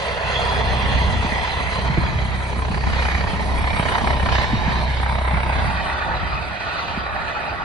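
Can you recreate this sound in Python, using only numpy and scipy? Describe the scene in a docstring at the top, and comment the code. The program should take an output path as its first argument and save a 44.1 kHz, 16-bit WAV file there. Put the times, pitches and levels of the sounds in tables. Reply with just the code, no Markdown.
"""A light helicopter flies low over a meadow and away behind trees, heard through a phone's two microphone ports.
Its rotor thump is a sum of cosines on the blade rate, about 32 passes a second, which also chops the roar.
Roar, turbine whine and whistle are noise shaped over time and pitch; bouts of sharp slaps are short bursts of noise.
Drifting air makes the sound swell and fade. Wind rumbles as coloured noise, and gusts buffet the ports as
short low flaps that sink in pitch."""
import sys
import numpy as np
from scipy import signal
from scipy.fft import rfft, irfft, next_fast_len
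from scipy.io import wavfile
from scipy.ndimage import uniform_filter1d

SR = 44100
rng = np.random.default_rng(int(sys.argv[2]) if len(sys.argv) > 2 else 0)


def bounce(signal):
    """Save signal as a 16-bit WAV file at the path given by the first command-line argument."""
    frames = np.transpose(np.atleast_2d(signal))
    limited = np.clip(frames, -1, 1)
    pcm = np.round(limited * 32767).astype(np.int16)
    wavfile.write(sys.argv[1], SR, pcm)


N = 336924
TIME = np.arange(N) / SR
# short-time grid for shaped noise: one row per frame, one column per frequency bin
FRAME_S = np.arange(N // 256 + 5)[:, None] * 256 / SR
BIN_HZ = np.fft.rfftfreq(1024, 1 / SR)


def gain_of(db):
    """Decibels to amplitude."""
    return 10 ** (np.asarray(db) / 20)


def evened(x):
    """Scales to unit rms."""
    return x / np.sqrt(np.mean(x ** 2) + 1e-20)


def curve(rows, t=TIME, axis=1):
    """One column of a time table, interpolated at the times t."""
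    rows = np.array(rows, float)
    return np.interp(t, rows[:, 0], rows[:, axis])


def read(points, hz=BIN_HZ):
    """A spectrum table, interpolated on a log-frequency axis."""
    f, value = np.transpose(points)
    return np.interp(np.log(hz + 1), np.log(f + 1), value)


def hump(centre_hz, octaves):
    """A bell of height 1 over log frequency."""
    distance = np.log2((BIN_HZ + 1) / centre_hz) / octaves
    return np.exp(-.5 * distance ** 2)


def drift(hz, shape=(), size=8192):
    """Slow chance of unit rms, up to about hz; one curve for each place in shape."""
    f = np.fft.rfftfreq(size, N / SR / size)
    spectrum = rfft(rng.standard_normal((*shape, size))) * np.exp(-(f / hz) ** 2)
    slow = evened(irfft(spectrum))
    at = np.linspace(0, N / SR, size)
    curves = [np.interp(TIME, at, row) for row in slow.reshape(-1, size)]
    return np.reshape(curves, (*shape, N))


def add(mix, s, sound):
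    """Mixes a sound in at time s, cut off at the end of the mix."""
    part = mix[..., max(round(s * SR), 0):][..., :sound.shape[-1]]
    part += sound[..., :part.shape[-1]]


def patches(size=3, count=24):
    """Eddies along the path focus and scatter patches of the spectrum, size bins wide, for count frames."""
    chance = rng.standard_normal((len(FRAME_S), len(BIN_HZ)))
    lasting = uniform_filter1d(chance, size=count, axis=0)
    return evened(uniform_filter1d(lasting, size=size, axis=1))


# phase between the two ports: pitch_hz, left_lead_rad
PORT_LEAD = [(100, 0), (600, 0), (800, 1), (1250, 1.1), (1400, 1.9), (1550, 4.3), (1750, 5.8), (2000, 8.1),
             (2400, 11.6), (2800, 15.1), (3150, 18.6), (3450, 19.3), (3800, 24.6), (4150, 25.3), (4700, 25),
             (5100, 23), (5500, 24.9), (6300, 24.8), (7000, 22.5), (8400, 21.8), (9000, 20.1), (9700, 21.3),
             (10500, 19.3)]
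# how alike the ports hear each pitch: pitch_hz, likeness_0_to_1
PORT_MATCH = [(60, .88), (150, .55), (300, .25), (550, .65), (800, .9), (1020, .94), (1420, .4), (1900, .8),
              (2850, .82), (3450, .55), (4000, .8), (4400, .6), (4850, .65), (5600, .5), (7300, .6),
              (8300, .75), (9500, .5)]
# level between the ports: pitch_hz, left_minus_right_db
PORT_TILT = [(100, -12), (330, 1.5), (520, -0.5), (690, -10), (850, 0), (1150, -1), (1430, 7), (1750, -5),
             (3000, -2.5), (4200, -1.5), (8300, -1), (9700, -3)]
# bearing from the phone, which slides the ports' pattern down in pitch: time_s, frequency_factor
BEARING_SLIDE = [(0, 1.06), (.9, 1.03), (2.1, 1), (3.3, .97), (4.9, .915), (5.35, .86), (5.85, .76),
                 (7.64, .735)]


def port_noise(field_db):
    """Noise of the given short-time spectrum at two ports, whose pattern slides with the bearing."""
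    a, b, c, d = rng.standard_normal((4, len(FRAME_S), len(BIN_HZ)))
    slide_share = read([(900, 0), (1700, 1), (5500, 1), (7500, 0)])
    hz = BIN_HZ / curve(BEARING_SLIDE, FRAME_S) ** slide_share
    same = np.clip(read(PORT_MATCH, hz), 0, 1)
    side_gain = gain_of(read(PORT_TILT, hz) / 2)
    left = a + 1j * b
    mixed = same * left + np.sqrt(1 - same ** 2) * (c + 1j * d)
    right = mixed * np.exp(-1j * read(PORT_LEAD, hz))
    z = np.array([left * side_gain, right / side_gain]) * gain_of(field_db)
    return signal.istft(z, nperseg=1024, noverlap=768, time_axis=1, freq_axis=2)[1][:, :N]


# pace of the rotor: time_s, blade_rate_hz
BLADE_PACE = [(0, 32.27), (3.2, 32.33), (5, 32.42), (6.8, 32.48), (7.64, 32.65)]


def blade_passes():
    """Running count of blade passes, whole and part, as the rotor turns."""
    return np.cumsum(curve(BLADE_PACE)) / SR


# swell of the thump, before its harmonics are summed: time_s, relative_level_db
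THUMP_SWELL = [(0, -42), (.4, -28), (.85, -22), (1.2, -23), (1.42, -33.5), (1.75, -28.5), (2.2, -25),
               (2.45, -27.5), (3.0, -22.5), (3.3, -29.5), (3.6, -20.5), (3.92, -32), (4.1, -24.5),
               (4.4, -23.5), (4.53, -37), (4.7, -24.5), (5.1, -23), (5.65, -23.5), (5.95, -38.5),
               (6.4, -33), (6.6, -44), (7.64, -42)]
# harmonics of the thump: blade_rate_multiple, relative_level_db
THUMP_HARMONICS = [(1, -12.5), (2, 0), (3, -5), (4, -5.5), (5, -14), (6, -17), (7, -16), (8, -23)]
# edge of the pulses, as the rotor's angle changes: time_s, harmonics_from_third_up_db
PULSE_EDGE = [(0, -8), (.7, -4.5), (1.5, -5.5), (2.2, -1.5), (3.0, -9.5), (3.6, -16), (4.2, -4.5),
              (5.2, -9.5), (6.3, -5), (7.64, -6)]


def thump(passes, waver_db=0.65):
    """Each blade pushes one pressure pulse: a firm hum whose upper harmonics the air unsettles most."""
    out = np.zeros((2, N))
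    stir = .012 * drift(6, (2,))  # turns, separate at each port
    for k, (_, db) in enumerate(THUMP_HARMONICS, 1):
        wander, waver = drift(2), drift(5)
        turns = k * (passes - .88 + .007 * wander) + stir
        edge_db = (k > 2) * curve(PULSE_EDGE)
        size = gain_of(db + edge_db + waver_db * k / 2 * waver)
        out += size * np.cos(2 * np.pi * turns)
    port_gain = gain_of([[-.5], [.5]])
    return np.sqrt(2) * out * gain_of(curve(THUMP_SWELL)) * port_gain


# bouts in which the blades cut their own wake and clatter: start_s, length_s, chop_0_to_1
CLATTER_BOUTS = [(1.06, 1.3, .15), (2.42, 1.0, .33), (3.54, .98, .38), (4.9, .82, .3)]


def clatter(edge_s=0.17):
    """How hard the blades cut the wake, 0-1: each bout builds up, holds and dies away."""
    total = 0
    for s, length, chop in CLATTER_BOUTS:
        inside_s = np.minimum(TIME - s, s + length - TIME)
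        total = total + chop * np.clip(inside_s / edge_s, 0, 1)
    return total


def chopping(passes, treble_share=0.4, calm_chop=0.094, far_chop=0.079):
    """Gains below and above the split: the roar swells as each blade comes round, then dies back."""
    onset_turns, peak_turns = .49, .25  # in blade passes
    depth, uneven_db = 2.9, .8
    since = passes - onset_turns + 1
    age = since % 1 / peak_turns
    surge = (age * np.exp(1 - age)) ** 4
    strength = gain_of(uneven_db * rng.standard_normal(1000))[since.astype(int)]
    chop = np.maximum(clatter(), np.linspace(calm_chop, far_chop, N))
    beat = depth * chop * strength * surge
    gains = 1 + beat, 1 + treble_share * beat
    # divide out the slower loudness, so that the beat alone remains
    return [g / np.sqrt(uniform_filter1d(g ** 2, size=8192)) for g in gains]


# narrow bands that stand out of the roar or sink into it, fading outside start and end:
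# start_s, end_s, first_hz, last_hz, width_hz, boost_db
GLIDING_BANDS = [(0.5, 7.64, 443, 372, 29, 3.5), (-2.5, 5.5, 1030, 910, 63, 4.5),
                 (1.5, 1.1, 1990, 1970, 59, 11), (1.5, 5.6, 2210, 1840, 186, 5),
                 (4.5, 3.9, 2900, 2980, 49, 9), (1.5, 1.5, 3840, 2400, 65, -5),
                 (-1, 2.6, 4200, 4030, 160, 5), (5.5, 9.4, 2420, 2800, 160, 4.5),
                 (5, 10, 3860, 3960, 160, 5.5), (1.5, 2.5, 6450, 6730, 250, 7.5),
                 (0.1, 1.6, 3200, 3200, 490, 5), (1, 1.1, 950, 960, 55, 1.5)]


def bands(fade_s=1.0):
    """Boost in dB of the narrow bands, which come, glide and go as the helicopter turns."""
    field = 0
    for start, end, start_hz, end_hz, width, db in GLIDING_BANDS:
        hz = np.interp(FRAME_S, [start, end], [start_hz, end_hz])
        inside_s = np.minimum(FRAME_S - start, end - FRAME_S)
        present = np.clip(inside_s / fade_s + 1, 0, 1)
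        field = field + db * present * np.exp(-.5 * ((BIN_HZ - hz) / width) ** 2)
    return field


# roar of rotor and exhaust, before overall trims:
# time_s, relative_level_db, middle_relative_db, treble_relative_db
ROAR_SWELL = [(0, -29, 3.5, -2), (.2, -28.5, 2.5, -8.5), (.36, -26, 2, -5), (.65, -26, 0.5, -8),
              (1.23, -27, -0.5, -5.5), (1.36, -26, -1, -7), (2.1, -31, 3.5, -6), (2.68, -31, -1.5, -6.5),
              (3.07, -29, 6.5, -2), (3.25, -27.5, -1.5, -8), (3.5, -29, -1, -7), (3.85, -27.5, 2.5, -5),
              (4.1, -22.5, -3.5, -9.5), (4.22, -24.5, -4, -9.5), (4.35, -24.5, 2, -3.5),
              (4.56, -28, -0.5, -4), (4.72, -26, 0, -5), (4.92, -30.5, 2, -4.5), (5.3, -27.5, 1, -10.5),
              (5.7, -26.5, 0, -7), (6.03, -25.5, -0.5, -8), (6.2, -26.5, -0.5, -8.5), (6.57, -30, 2, -6),
              (6.75, -28.5, 1.5, -4), (6.92, -27, 0, -6), (7.1, -29, 1, -12), (7.3, -28, .5, -7.5),
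              (7.64, -30, 1, -11.5)]
# colour of the roar: pitch_hz, relative_level_db_per_hz
ROAR_TONE = [(60, -15), (200, -9), (420, -3.5), (520, -4), (680, 0), (1000, -0.5), (1150, -4), (1600, -7),
             (1950, -6), (2800, -11.5), (3600, -14.5), (4700, -16.5), (5300, -25.5), (7700, -33),
             (11500, -50.5)]
# cancellation by the reflection off the grass, mostly rising as the path flattens:
# time_s, centre_hz, relative_depth_db
GRASS_DIP = [(0, 266, 34), (.7, 274, 7), (2.2, 377, 0), (3.5, 346, 1), (5.3, 430, 5), (6.4, 437, 4),
             (7.64, 378, 6.5)]
# exhaust rasp, heard as the tail turns this way, before its spectral weights: time_s, relative_boost_db
EXHAUST_RASP = [(0, 0), (5.3, -2), (5.9, 5.5), (6.4, 4), (7.64, 7.5)]
# treble lost to the air, before a share for each pitch (negative brightens): time_s, relative_loss_db
AIR_LOSS = [(0, -10), (2, 0.5), (3.6, -5), (4.4, 0.5), (5.0, -0.5), (6.3, 9.5), (7.64, 3)]


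def roar(passes, level_db=3.0, middle_db=0.5, treble_db=0., split_hz=2700, shimmer_db=1.6):
    """Turbulence off the blades and exhaust, coloured by the ground and by drifting air."""
    level = curve(ROAR_SWELL, FRAME_S)
    middle = curve(ROAR_SWELL, FRAME_S, axis=2)
    treble = curve(ROAR_SWELL, FRAME_S, axis=3)
    field = read(ROAR_TONE) + level + bands()
    field += read([(1050, 0), (1300, 1), (2300, 1), (2800, 0)]) * (middle + middle_db)
    field += read([(2300, 0), (2800, 1)]) * (treble - treble.mean() + treble_db)
    field -= read([(4200, 0.073), (6000, 0.44)]) * curve(AIR_LOSS, FRAME_S)

    # the ground reflection cancels one band and lifts the one above it
    dip_hz, dip_db = curve(GRASS_DIP, FRAME_S), curve(GRASS_DIP, FRAME_S, axis=2)
    field -= (hump(dip_hz, 0.49) - .5 * hump(1.64 * dip_hz, 0.4)) * dip_db
    rasp = 1.0 * hump(1276, 0.32) - 0.45 * hump(2280, 0.04) - 2.94 * hump(1016, 0.054)
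    field += rasp * curve(EXHAUST_RASP, FRAME_S)

    # drifting air, in fine, broad and brief patches
    field += read([(400, 1.5), (1500, 1.5), (3000, 2.2), (6000, 3)]) * patches()
    field += read([(500, 0.11), (2000, 0.39)]) * shimmer_db * patches(size=12)
    field += read([(300, .5), (1000, 1.3), (2000, 1.9), (5000, 1.5)]) * patches(size=9, count=7)

    sound = evened(port_noise(field))
    low = signal.sosfiltfilt(signal.butter(2, split_hz, fs=SR, output="sos"), sound)
    low_gain, high_gain = chopping(passes)
    chopped = low * low_gain + (sound - low) * high_gain
    mean_gain = np.sqrt(np.mean(gain_of(level) ** 2))
    flutter_db = .7 * drift(30)
    return chopped * mean_gain * gain_of(level_db + flutter_db)


# swell of the turbine whine, before its trim: time_s, relative_level_db
WHINE_SWELL = [(0, -41.5), (.7, -39.5), (2.2, -39.5), (3.4, -39.5), (3.8, -33), (4.5, -42.5), (5.7, -36.5),
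               (6.2, -45), (7.64, -49.5)]
# tones of the whine, before their glide: pitch_hz, width_hz, relative_level_db
COMPRESSOR_TONES = [(8400, 150, 6), (9150, 800, -8), (9850, 400, -3.5)]
# glide of these tones: time_s, frequency_factor
TONE_GLIDE = [(0, .978), (1.2, .986), (3, .998), (5.5, 1.004), (7.64, 1.004)]
# a lower whistle of the engine, early in the pass: time_s, level_db
WHISTLE_SWELL = [(.25, -61), (.36, -27), (.45, -36), (1.2, -42.5), (2.4, -61)]


def narrow_band(hz, width):
    """A resonance-like peak of height 1 with steep sides."""
    return 1 / (1 + ((BIN_HZ - hz) / width) ** 2) ** 2


def turbines(whine_db=-12.5, whistle_hz=3380, whistle_width_hz=200, flutter_db=5.0, dulling=0.82):
    """Compressor tones, smeared by the air into narrow bands that shimmer."""
    glide = curve(TONE_GLIDE, FRAME_S)
    tones = sum(gain_of(db) * narrow_band(hz * glide, width) for hz, width, db in COMPRESSOR_TONES)
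    # the air takes most from the upper tones
    loss_db = dulling * read([(8500, 0.14), (10000, 0.7)]) * curve(AIR_LOSS, FRAME_S)
    whine_field = 20 * np.log10(tones) + 3 * np.tanh(patches()) - loss_db
    whine = evened(port_noise(whine_field))
    whistle = evened(port_noise(20 * np.log10(narrow_band(whistle_hz, whistle_width_hz))))
    whine_level_db = curve(WHINE_SWELL) + whine_db + flutter_db * np.tanh(drift(22))
    return whine * gain_of(whine_level_db) + whistle * gain_of(curve(WHISTLE_SWELL))


# wind on the microphone, before lumps and port balance: time_s, relative_level_db
WIND_SWELL = [(0, -34.5), (.4, -29.5), (.75, -25), (1.08, -23), (1.3, -27.5), (1.5, -31), (1.75, -28.5),
              (2.05, -23.5), (2.2, -28.5), (2.45, -29.5), (2.9, -23), (3.1, -27.5), (3.35, -23.5),
              (3.58, -26.5), (3.8, -25.5), (4.0, -25), (4.3, -23.5), (4.47, -26.5), (4.65, -21.5),
              (4.9, -28.5), (5.2, -29), (5.35, -26), (5.5, -29), (5.68, -24.5), (5.9, -32), (6.25, -29.5),
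              (6.6, -37), (7.0, -34), (7.64, -36.5)]
# rumble of the breeze: pitch_hz, relative_level_db_per_hz
WIND_TONE = [(12, -14), (38, -2), (54, 5.5), (80, 6), (120, -0.5), (190, -1.5), (260, -11.5), (400, -18),
             (900, -71), (4000, -102)]


def wind(level_db=0., apart=1.6):
    """Lumpy rumble of the gusts; part of it is eddies that reach one port only."""
    size = next_fast_len(N)
    colour = gain_of(read(WIND_TONE, np.fft.rfftfreq(size, 1 / SR)))
    eddies = irfft(rfft(rng.standard_normal((3, size))) * colour, size)[:, :N]
    rumble = evened(eddies[0] + apart * eddies[1:])  # one shared eddy, one for each port
    lumps_db = 2.5 * np.tanh(drift(18))
    port_gain = gain_of([[-.6], [.6]])
    return rumble * gain_of(curve(WIND_SWELL) + level_db + lumps_db) * port_gain


# single buffets, before their trim: start_s, relative_peak_db, starting_pitch_hz, rise_s
GUST_FLAPS = [(1.018, -17, 148, 0.0035), (1.247, -13, 203, 0.0025), (1.321, -15.5, 216, 0.0029),
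              (1.897, -10, 158, 0.0045), (1.973, -15, 345, 0.0057), (1.979, -5.5, 114, 0.0039),
              (2.031, -15.5, 140, 0.0032), (2.153, -12, 92, 0.01), (2.182, -18, 105, .004),
              (2.701, -16.5, 196, 0.003), (2.871, -14, 202, 0.0037), (3.332, -14, 173, 0.0053),
              (3.796, -8.5, 161, 0.0028), (4.037, -12, 187, 0.0028), (4.53, -10, 232, .005),
              (4.537, -12.5, 120, 0.0088), (4.646, -22, 170, 0.0052), (4.678, -10, 190, 0.0034),
              (4.71, -18, 230, 0.0027), (5.332, -15.5, 169, 0.0062), (6.163, -20, 142, 0.0034),
              (6.974, -16.5, 202, 0.0034)]


def buffets(level_db=-2.5, sag=0.18):
    """An eddy strikes the ports: a short low flap that sinks in pitch."""
    out, t = np.zeros((2, N)), np.arange(SR // 10) / SR
    for s, db, hz, rise_s in GUST_FLAPS:
        start_turns = rng.random() + 0.12 * rng.standard_normal((2, 1))  # slightly apart at the ports
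        turns = hz * t * (1 - sag * t / t[-1]) + start_turns
        swell = (t / rise_s) * np.exp(1 - t / rise_s)
        add(out, s, gain_of(db + level_db) * swell * np.sin(2 * np.pi * turns))
    return out


# the hardest blade slaps, before the filter and trim: time_s, relative_level_db
HARD_SLAPS = [(2.62, -19), (2.649, -17), (2.744, -17), (2.775, -17), (2.898, -16), (3.022, -15),
              (3.053, -11), (3.084, -12), (3.206, -14), (3.238, -16), (3.333, -16), (3.643, -14),
              (3.675, -13), (3.704, -16), (3.73, -16), (3.762, -17), (3.827, -11), (3.854, -12),
              (3.886, -11), (3.954, -9), (3.979, -11), (4.008, -13), (4.072, -8), (4.104, -13), (4.13, -11),
              (4.226, -14), (4.26, -10), (4.288, -9), (4.351, -12), (4.383, -11), (4.443, -14),
              (4.999, -15), (5.031, -15), (5.061, -12), (5.096, -14), (5.154, -14), (5.184, -11),
              (5.213, -16), (5.276, -12), (5.311, -14), (5.403, -15), (5.494, -14), (5.585, -15),
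              (5.643, -13)]


def slaps(passes, level_db=-16.0, low_hz=550, high_hz=1900, top_hz=4000):
    """A blade hits the vortex of the one before: trains of cracks a few milliseconds long, some harder."""
    lesser_db, spread_db = -9.5, 1.0  # lesser slaps: relative level at a chop of 1, scatter
    place_turns, lead_s = .63, .0015  # place in a blade pass; build-up before the slap's time
    out, t = np.zeros((2, N)), np.arange(SR // 40) / SR
    crack = np.exp(-t / .0026) * (1 - np.exp(-t / .003)) ** 2
    colour = [(150, -25), (low_hz, -1.5), (950, 0), (high_hz, -7), (4500, -24), (9000, -48)]
    noise = port_noise(read(colour))

    blades = np.flatnonzero(np.diff(np.floor(passes - place_turns)))
    sizes = clatter()[blades] * gain_of(lesser_db + spread_db * rng.standard_normal(len(blades)))
    hits = [(s, gain_of(db)) for s, db in HARD_SLAPS]
    for s, size in zip(blades / SR, sizes):
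        # no lesser slap on top of a hard one
        if size > 0 and min(abs(s - hard_s) for hard_s, _ in HARD_SLAPS) > .015:
            hits.append((s, size))

    for s, size in hits:
        burst = noise[:, round(s * SR):][:, :len(t)] * crack
        add(out, s - lead_s, size * evened(burst))
    lowpass = signal.butter(4, top_hz, fs=SR, output="sos")
    return signal.sosfilt(lowpass, out) * gain_of(level_db)


def scene():
    """The turning rotor drives thump, chop and slaps; the wind is at the microphone."""
    passes = blade_passes()
    return thump(passes) + roar(passes) + turbines() + wind() + buffets() + slaps(passes)


def record(dry, edge_hz=11500):
    """The recorder's band limit: a steep low-pass."""
    lowpass = signal.firwin(511, edge_hz, window=("kaiser", 9), fs=SR)
    return signal.oaconvolve(dry, lowpass[None], "same")


dry = scene()
out = record(dry)
bounce(out)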